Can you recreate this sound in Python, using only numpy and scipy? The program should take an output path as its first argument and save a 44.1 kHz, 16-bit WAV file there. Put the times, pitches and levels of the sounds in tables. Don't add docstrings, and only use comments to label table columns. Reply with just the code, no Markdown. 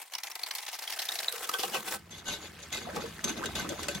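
import sys
import numpy as np
from scipy import signal
from scipy.fft import rfft, irfft
from scipy.io import wavfile
from scipy.ndimage import uniform_filter1d, map_coordinates

SR = 44100
rng = np.random.default_rng(int(sys.argv[2]) if len(sys.argv) > 2 else 0)


def digitize_waveform(pressure):
    field = np.atleast_2d(pressure).T
    bounded = np.clip(field, -1, 1)
    quanta = np.round(bounded * 32767).astype(np.int16)
    wavfile.write(sys.argv[1], SR, quanta)


N = 176400
TIME = np.arange(N) / SR


def from_db(db):
    return 10 ** (np.asarray(db) / 20)


def unit_rms(x):
    return x / np.sqrt(np.mean(x ** 2) + 1e-20)


def at_time(rows):
    return np.interp(TIME, *np.transpose(rows))


def at_hz(rows, hz):
    table_hz, values = np.transpose(rows)
    return np.interp(np.log(hz + 1), np.log(table_hz), values)


def swell(peak_s, rise_s, decay_s, hold_s):
    rising = np.minimum((TIME - peak_s) / rise_s, 0)
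    falling = np.maximum(TIME - peak_s - hold_s, 0) / decay_s
    return np.exp(np.maximum(rising - falling, -40))


def sputter(depth_db, per_s):
    steps = np.clip(rng.standard_normal(2000), -2, 2)
    return from_db(depth_db * np.interp(TIME * per_s, np.arange(len(steps)), steps))


# (frequency [Hz], correlation [0..1])
STEREO_CORRELATION = [(500, 0.97), (2000, 0.94), (5000, 0.46), (14000, 0.22)]

def grains(spectrum, grain_db, patchy_db=0):
    hz = np.arange(N // 2 + 1) * SR / N
    spread = np.clip(rng.standard_normal(N // 20 + 1), -2, 2)
    noise = rng.standard_normal((2, N)) * from_db(grain_db * np.repeat(spread, 20)[:N])
    if patchy_db:
        cell_hz, cell_s, cells = signal.stft(noise, SR, nperseg=256)
        grid = np.meshgrid(np.log2(1 + cell_hz / 2000) * 8, cell_s / .007, indexing="ij")
        patches = map_coordinates(np.clip(rng.standard_normal((32, 600)), -1.6, 1.6), grid, order=1)
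        noise = signal.istft(cells * from_db(patchy_db * patches), SR)[1][:, :N]
    mid, side = rfft(noise) * from_db(at_hz(spectrum, hz))
    alike = np.clip(at_hz(STEREO_CORRELATION, hz), 0, 1)
    return unit_rms(irfft(np.sqrt(1 + alike) * mid + np.sqrt(1 - alike) * side * [[1], [-1]], N))


def resonate(x, hz, width_hz):
    r = np.exp(-np.pi * width_hz / SR)
    feedback = [1, -2 * r * np.cos(2 * np.pi * hz / SR), r * r]
    return signal.lfilter(np.array([1, 0, -1]) * (1 - r * r) / 2, feedback, x)


def out_of_step(pair, hz, sign):
    gap_rad = sign * 0.93 * min(hz / 410, 1)
    lag_samples = round(gap_rad * SR / hz / (2 * np.pi))
    return np.array([pair[0], np.roll(pair[1], lag_samples)])


def ring_modes(modes, force):
    drive = force * grains([(20, 0), (20000, 0)], grain_db=3)
    power = sum(from_db(2 * db) * np.pi * width_hz / SR for _, width_hz, db in modes)
    out = 0
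    for k, (hz, width_hz, db) in enumerate(modes):
        sign = (-1) ** k
        share = unit_rms(sputter(depth_db=5, per_s=35))
        out += sign * from_db(db) * out_of_step(resonate(drive * share, hz, width_hz), hz, sign)
    return out / np.sqrt(power)


def blips(rows, rise_s, jitter, glide_per_decay=.02):
    out = np.zeros((2, N))
    wobble = unit_rms(uniform_filter1d(rng.standard_normal(N), size=50))
    for (s, hz, db, decay_s), (half_turns, skew) in zip(rows, rng.uniform(-0.74, 1, (len(rows), 2))):
        glide = glide_per_decay * np.clip((TIME - s) / decay_s - 1, -2, 2)
        pitch_hz = hz * (1 + jitter * wobble + glide)
        phase = 2 * np.pi * np.cumsum(pitch_hz) / SR + np.pi * half_turns
        stereo_rad = np.sign(skew) * np.array([[.5], [-.5]])
        out += from_db(db) * swell(s, rise_s, decay_s, decay_s / 2) * np.sin(phase + stereo_rad)
    return out


def reflections(x, t60_s=0.093):
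    t = TIME[:SR // 2]
    tail = rng.standard_normal((2, len(t))) * from_db(-60 * t / t60_s) * (t > .002)
    tail = signal.sosfilt(signal.butter(1, 6000, fs=SR, output="sos"), tail)
    return signal.fftconvolve(x, unit_rms(tail) / np.sqrt(len(t)), axes=1)[:, :N]


# (time [s], level [dB])
RUMBLE_LEVEL = [(1.55, -100), (2.0, -56.5), (2.7, -56), (3.0, -49), (3.4, -53.5), (3.53, -46), (4, -50.5)]
# (frequency [Hz], gain [dB])
RUMBLE_SPECTRUM = [(20, -63), (45, -15.5), (79, 2), (115, -9.5), (170, -1), (260, -17.5), (600, -34.5)]

def drum_rumble():
    return from_db(at_time(RUMBLE_LEVEL)) * grains(RUMBLE_SPECTRUM, grain_db=5.5)


# (time [s], level [dB])
TRICKLE_LEVEL = [(0, -67), (2.06, -60.5), (2.4, -53), (4, -48.5)]
# (frequency [Hz], gain [dB])
TRICKLE_SPECTRUM = [(150, -36), (500, -7), (2000, 1.5), (10000, -12.5), (15000, -19)]

def trickle():
    return from_db(at_time(TRICKLE_LEVEL)) * grains(TRICKLE_SPECTRUM, grain_db=5, patchy_db=5)


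# (time [s], level [dB])
SLOSH_LEVEL = [(1.55, -88), (1.7, -49.5), (2.05, -63.5), (2.32, -52), (2.65, -59), (2.85, -46), (2.98, -41),
               (3.05, -41.5), (3.14, -58), (3.22, -51.5), (3.27, -38), (3.35, -46), (3.43, -36.5),
               (3.52, -46.5), (3.65, -40.5), (4, -47.5)]
# (frequency [Hz], gain [dB])
SLOSH_SPECTRUM = [(100, -12), (200, 4.5), (500, 2.5), (700, 0.5), (1500, 3.5), (4000, -33)]
# (time [s], pitch [Hz], level [dB], decay [s])
LARGE_BUBBLES = [(2.871, 744, -36, 0.01), (2.889, 563, -35, 0.012), (2.962, 790, -32.5, 0.0031),
                 (2.968, 1130, -31, 0.0027), (2.985, 558, -38.5, 0.024), (3.04, 465, -33, 0.009),
                 (3.1935, 2000, -31.5, 0.001), (3.438, 1516, -26, 0.0033), (3.702, 565, -35, 0.026)]

def gurgle(pitches=28, bubbles_per_s=450, q=8):
    sizes = from_db(2.05 * np.minimum(rng.exponential(1, N), 3))
    kicks = sizes * rng.choice([-1, 1], N) * (rng.random(N) < bubbles_per_s / SR)
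    pitch_index = rng.integers(0, pitches, N)
    small = 0
    for k, hz in enumerate(np.geomspace(150, 3000, pitches)):
        ring = unit_rms(resonate(kicks * (pitch_index == k) + 1e-18, hz, hz / q))
        small += from_db(at_hz(SLOSH_SPECTRUM, hz)) * out_of_step([ring, ring], hz, (-1) ** k)
    large = blips(LARGE_BUBBLES, rise_s=0.00085, jitter=0.1084)
    return from_db(at_time(SLOSH_LEVEL)) * unit_rms(small) + large


def rattle_force(start_s, decay_s, ticks_per_s=34, max_db=-48.5):
    ticks = (rng.random(N) < ticks_per_s / SR) * rng.random(N) * (TIME > start_s)
    return from_db(max_db) * signal.lfilter([1], [1, -np.exp(-1 / (decay_s * SR))], ticks + 1e-18)


# (time [s], level [dB], hold [s], release [s])
CABLE_SCRAPES = [(2.109, -48.5, 0.088, 0.0082), (2.258, -42, 0.012, 0.034), (2.284, -37.5, 0.056, 0.03),
                 (2.416, -48.5, 0.056, 0.0098), (2.627, -46, 0.0079, 0.014), (2.724, -39, 0.039, 0.057),
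                 (3.008, -43, 0.011, 0.073), (3.245, -43, 0.036, 0.0083), (3.281, -38, 0.017, 0.028),
                 (3.369, -43.5, 0.01, 0.017), (3.435, -48.5, 0.079, 0.026), (3.558, -36.5, 0.054, 0.029),
                 (3.702, -45, 0.0072, 0.067), (3.792, -45, 0.06, 0.0067), (3.889, -40, 0.029, 0.017),
                 (3.948, -42, 0.011, 0.019)]
# (frequency [Hz], gain [dB])
SCRAPE_SPECTRUM = [(100, 2.5), (210, 12.5), (500, 0.5), (900, 8.5), (2400, -3.5), (3800, 7.5), (5400, 1),
                   (6800, -3), (9000, -14), (11500, 2.5), (15000, -41)]
# (time [s], level [dB])
CABLE_CLINKS = [(2.18, -45), (2.726, -34.5), (2.745, -39), (2.772, -37), (3.242, -26.5), (3.292, -34.5),
                (3.458, -33), (3.553, -33.5), (3.691, -35), (3.831, -34), (3.884, -30.5), (3.948, -38)]
# (frequency [Hz], gain [dB])
CRACK_SPECTRUM = [(200, -7), (1000, 4.5), (7500, 9), (15000, -5)]
# (time [s], pitch [Hz], level [dB])
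CABLE_THUDS = [(2.976, 176, -37), (3.252, 223, -33), (3.3, 273.7, -34), (3.56, 177.5, -47),
               (3.624, 218.7, -36.5), (3.712, 323.7, -36.5), (3.901, 415, -38), (3.957, 191, -33.5)]
# (frequency [Hz], width [Hz], gain [dB])
METAL_MODES = [(415, 10.7, 5.5), (565, 29, 5.5), (1525, 37, 3.5), (2068, 39, 2), (2197, 35, -1),
               (2540, 110, -1), (2866, 65, 1), (3437, 100, 5), (3770, 70, 3), (4536, 52, 0.5),
               (6260, 92, 4), (6820, 70, 2.5), (7500, 290, -7)]

def cable(clink_decay_s=0.0048, thud_decay_s=0.012):
    rub = sum(from_db(db) * swell(s, 0.0039, release_s, hold_s)
              for s, db, hold_s, release_s in CABLE_SCRAPES)
    knock = sum(from_db(db) * swell(s, 0.00038, clink_decay_s, 0.0023) for s, db in CABLE_CLINKS)
    knock += rattle_force(start_s=CABLE_SCRAPES[0][0], decay_s=clink_decay_s / 2)
    friction = from_db(-3) * rub * grains(SCRAPE_SPECTRUM, grain_db=2, patchy_db=5.5)
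    crack = from_db(-1.5) * knock * grains(CRACK_SPECTRUM, grain_db=2.5)
    thuds = blips([(s, hz, db, thud_decay_s) for s, hz, db in CABLE_THUDS], rise_s=0.0022, jitter=0.108)
    ring = ring_modes(METAL_MODES, from_db(-1.5) * rub + knock)
    return friction + crack + thuds + ring


# (time [s], level [dB], rise [s], decay [s])
PIPE_GLUGS = [(1.338, -41, 0.017, 0.032), (1.444, -34, 0.0036, 0.0059), (1.54, -36, 0.01, 0.026),
              (1.604, -36.5, 0.0072, 0.0092), (1.633, -27, 0.0035, 0.014), (1.748, -27.5, 0.012, 0.02),
              (1.884, -31.5, 0.014, 0.0085), (1.934, -36.5, 0.011, 0.02), (2.965, -36, 0.016, 0.016),
              (3.44, -38, .003, 0.0086)]
# (frequency [Hz], width [Hz], gain [dB])
PIPE_MODES = [(390, 68, -2.5), (500, 60, 4.5), (779, 69, 1), (1130, 86, 2.5), (1317, 61, 1), (1533, 22, 4),
              (1903, 57, 0), (2516, 150, -3.5), (2886, 140, 0), (3436, 88, -6.5)]
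# (frequency [Hz], gain [dB])
SPLASH_SPECTRUM = [(150, -13), (500, 9), (1500, -16), (3500, 9), (6000, 9), (14000, -2)]

def glugs(seal_break_s=1.635, sealed_cut_hz=420, boom_hz=205, boom_width_hz=22, boom_lag_s=0.023):
    force = sum(from_db(db) * swell(s, rise_s, decay_s, 0.0015) for s, db, rise_s, decay_s in PIPE_GLUGS)
    ring = ring_modes(PIPE_MODES, force)
    splash = from_db(-5.5) * force * grains(SPLASH_SPECTRUM, grain_db=3.5)
    late_force = np.interp(TIME - boom_lag_s, TIME, force)
    boom = from_db(-11) * ring_modes([(boom_hz, boom_width_hz, 0)], late_force)
    sealed = signal.sosfilt(signal.butter(4, sealed_cut_hz, "high", fs=SR, output="sos"), ring + splash)
    opened = np.clip((TIME - seal_break_s) / .005, 0, 1)
    spray_gain = from_db(-6) * np.sqrt(force * from_db(at_time(SUCTION_LEVEL)))
    spray = spray_gain * grains(SPRAY_SPECTRUM, grain_db=6)
    return opened * (ring + splash + boom) + (1 - opened) * sealed + spray


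# (time [s], pitch [Hz])
POCKET_PITCH = [(0, 900), (.7, 860), (1.25, 682), (1.4, 521.5), (1.6, 430.4)]

def air_pocket(ratio, base_width_hz=276):
    lowpass = signal.butter(2, base_width_hz * np.sqrt(ratio) / 2, fs=SR, output="sos")
    band = signal.sosfilt(lowpass, rng.standard_normal((2, 2, N)))
    phase = 2 * np.pi * np.cumsum(ratio * at_time(POCKET_PITCH)) / SR
    mid, side = band[0] * np.cos(phase) + band[1] * np.sin(phase)
    return unit_rms(mid + 0.043 * side * [[1], [-1]])


# (time [s], pitch [Hz], level [dB])
GAP_CHIRPS = [(.152, 5460, -24.5), (0.3146, 5300, -33), (.437, 4450, -22), (0.509, 4200, -31),
              (.878, 3330, -27.5), (0.995, 4180, -25), (1.0906, 3870, -20), (1.124, 3820, -27),
              (1.19, 3980, -24), (1.246, 3900, -31), (1.284, 3770, -16), (1.494, 1253, -25),
              (1.541, 3300, -22.5), (1.637, 779.5, -27.5)]
# (time [s], level [dB])
SUCTION_LEVEL = [(0, -41.5), (.05, -57), (.2, -49), (.7, -49.5), (.95, -44), (1.6, -45.5), (1.7, -43),
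                 (1.82, -47), (1.94, -36.5), (2.0, -66), (2.1, -100)]
# (frequency [Hz], gain [dB])
SUCTION_SPECTRUM = [(100, -45), (400, -2.5), (800, 5.5), (2100, 5), (5000, 1), (8000, 3), (16000, -1.5)]
# (time [s], hiss level [dB], decay [s], spray level [dB])
AIR_GULPS = [(0.018, -53, 0.0023, -41), (0.137, -33.5, 0.0035, -37), (0.1527, -27.5, 0.00091, -34),
             (0.1836, -34, 0.0035, -39), (0.235, -33.5, 0.0033, -35.5), (0.241, -37, 0.0014, -41),
             (0.2706, -32, 0.0012, -42), (0.317, -35.5, 0.0023, -40), (0.3543, -35, 0.00084, -33),
             (0.393, -40, 0.0036, -46), (0.4342, -32, 0.0017, -34), (0.463, -35, 0.0086, -40),
             (0.5117, -29, 0.0013, -37), (0.515, -42, 0.0049, -41), (0.5518, -31, 0.0067, -28.5),
             (0.584, -31.5, 0.0069, -36), (0.627, -35.5, 0.0083, -38), (0.6657, -34.5, 0.004, -41),
             (0.68, -35.5, 0.02, -49), (0.7303, -36.5, 0.024, -41.5), (0.7904, -35, 0.0046, -39),
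             (0.824, -36.5, 0.016, -43), (0.875, -37.5, 0.014, -41), (0.904, -34.5, 0.0031, -33),
             (0.9239, -33, 0.0087, -34), (0.934, -35, 0.008, -41), (0.99, -29.5, 0.01, -34.5),
             (1.0192, -30, 0.011, -32), (1.054, -36, 0.011, -38), (1.0875, -31, 0.0021, -35),
             (1.12, -30.5, 0.0043, -34.5), (1.143, -65, 0.0025, -34), (1.1539, -35.5, 0.015, -36),
             (1.189, -30.5, 0.0073, -36.5), (1.2301, -33, 0.0068, -37), (1.2436, -34.5, 0.0038, -37),
             (1.2816, -33.5, 0.0019, -37), (1.324, -37, 0.004, -31), (1.379, -38, 0.0073, -52),
             (1.434, -53, 0.0081, -41), (1.4923, -32.5, 0.0041, -31.5), (1.5373, -34.5, 0.0065, -34),
             (1.5864, -35, 0.04, -35.5)]
# (frequency [Hz], gain [dB])
HISS_SPECTRUM = [(300, -36.5), (1200, -13), (2100, -5), (4400, -2.5), (5400, -2.5), (7000, -10),
                 (10000, -51)]
# (frequency [Hz], gain [dB])
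SPRAY_SPECTRUM = [(3000, -48), (6500, -8.5), (9000, -2), (13000, 0.5), (16000, -8)]

def slurp(pocket_lag_s=0.0027, chirp_cycles=5.5):
    suction_gain = from_db(at_time(SUCTION_LEVEL)) * sputter(depth_db=5, per_s=170)
    hiss_gain, spray_gain, pocket_gain = 0, 0, 0
    for s, hiss_db, decay_s, spray_db in AIR_GULPS:
        gulp = swell(s, rise_s=0.0013, decay_s=max(decay_s, .001), hold_s=0.0025)
        answer = swell(s + pocket_lag_s, rise_s=0.002, decay_s=0.0084, hold_s=0.0042)
        hiss_gain = np.maximum(hiss_gain, from_db(hiss_db - 1.5) * gulp)
        spray_gain = np.maximum(spray_gain, from_db(spray_db - 2.5) * gulp)
        pocket_gain = np.maximum(pocket_gain, from_db(0.84 * hiss_db - 24) * answer)
    pocket_gain += from_db(-13.5) * suction_gain
    note = pocket_gain * (air_pocket(ratio=1) + air_pocket(ratio=2.45))
    chirps = blips([(s, hz, db, chirp_cycles / hz) for s, hz, db in GAP_CHIRPS],
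                   rise_s=.0009, jitter=0.027)
    hiss = hiss_gain * grains(HISS_SPECTRUM, grain_db=4, patchy_db=3.5)
    spray = spray_gain * grains(SPRAY_SPECTRUM, grain_db=5, patchy_db=2)
    suction = suction_gain * grains(SUCTION_SPECTRUM, grain_db=3.5, patchy_db=4.5)
    return hiss + spray + note + chirps + suction


def scene():
    rumble = drum_rumble()
    wall_flow = trickle()
    left, right = slurp()
    late_left = map_coordinates(left, [np.arange(N) - .5], order=5)
    drain_mouth = wall_flow + np.array([late_left, right]) + glugs() + cable()
    direct = drain_mouth * from_db([[.45], [-.45]]) + gurgle()
    return rumble + direct + from_db(-15) * reflections(direct)


def record(dry):
    return signal.sosfilt(signal.ellip(12, .1, 80, 16200, fs=SR, output="sos"), dry)


dry = scene()
out = record(dry)
digitize_waveform(out)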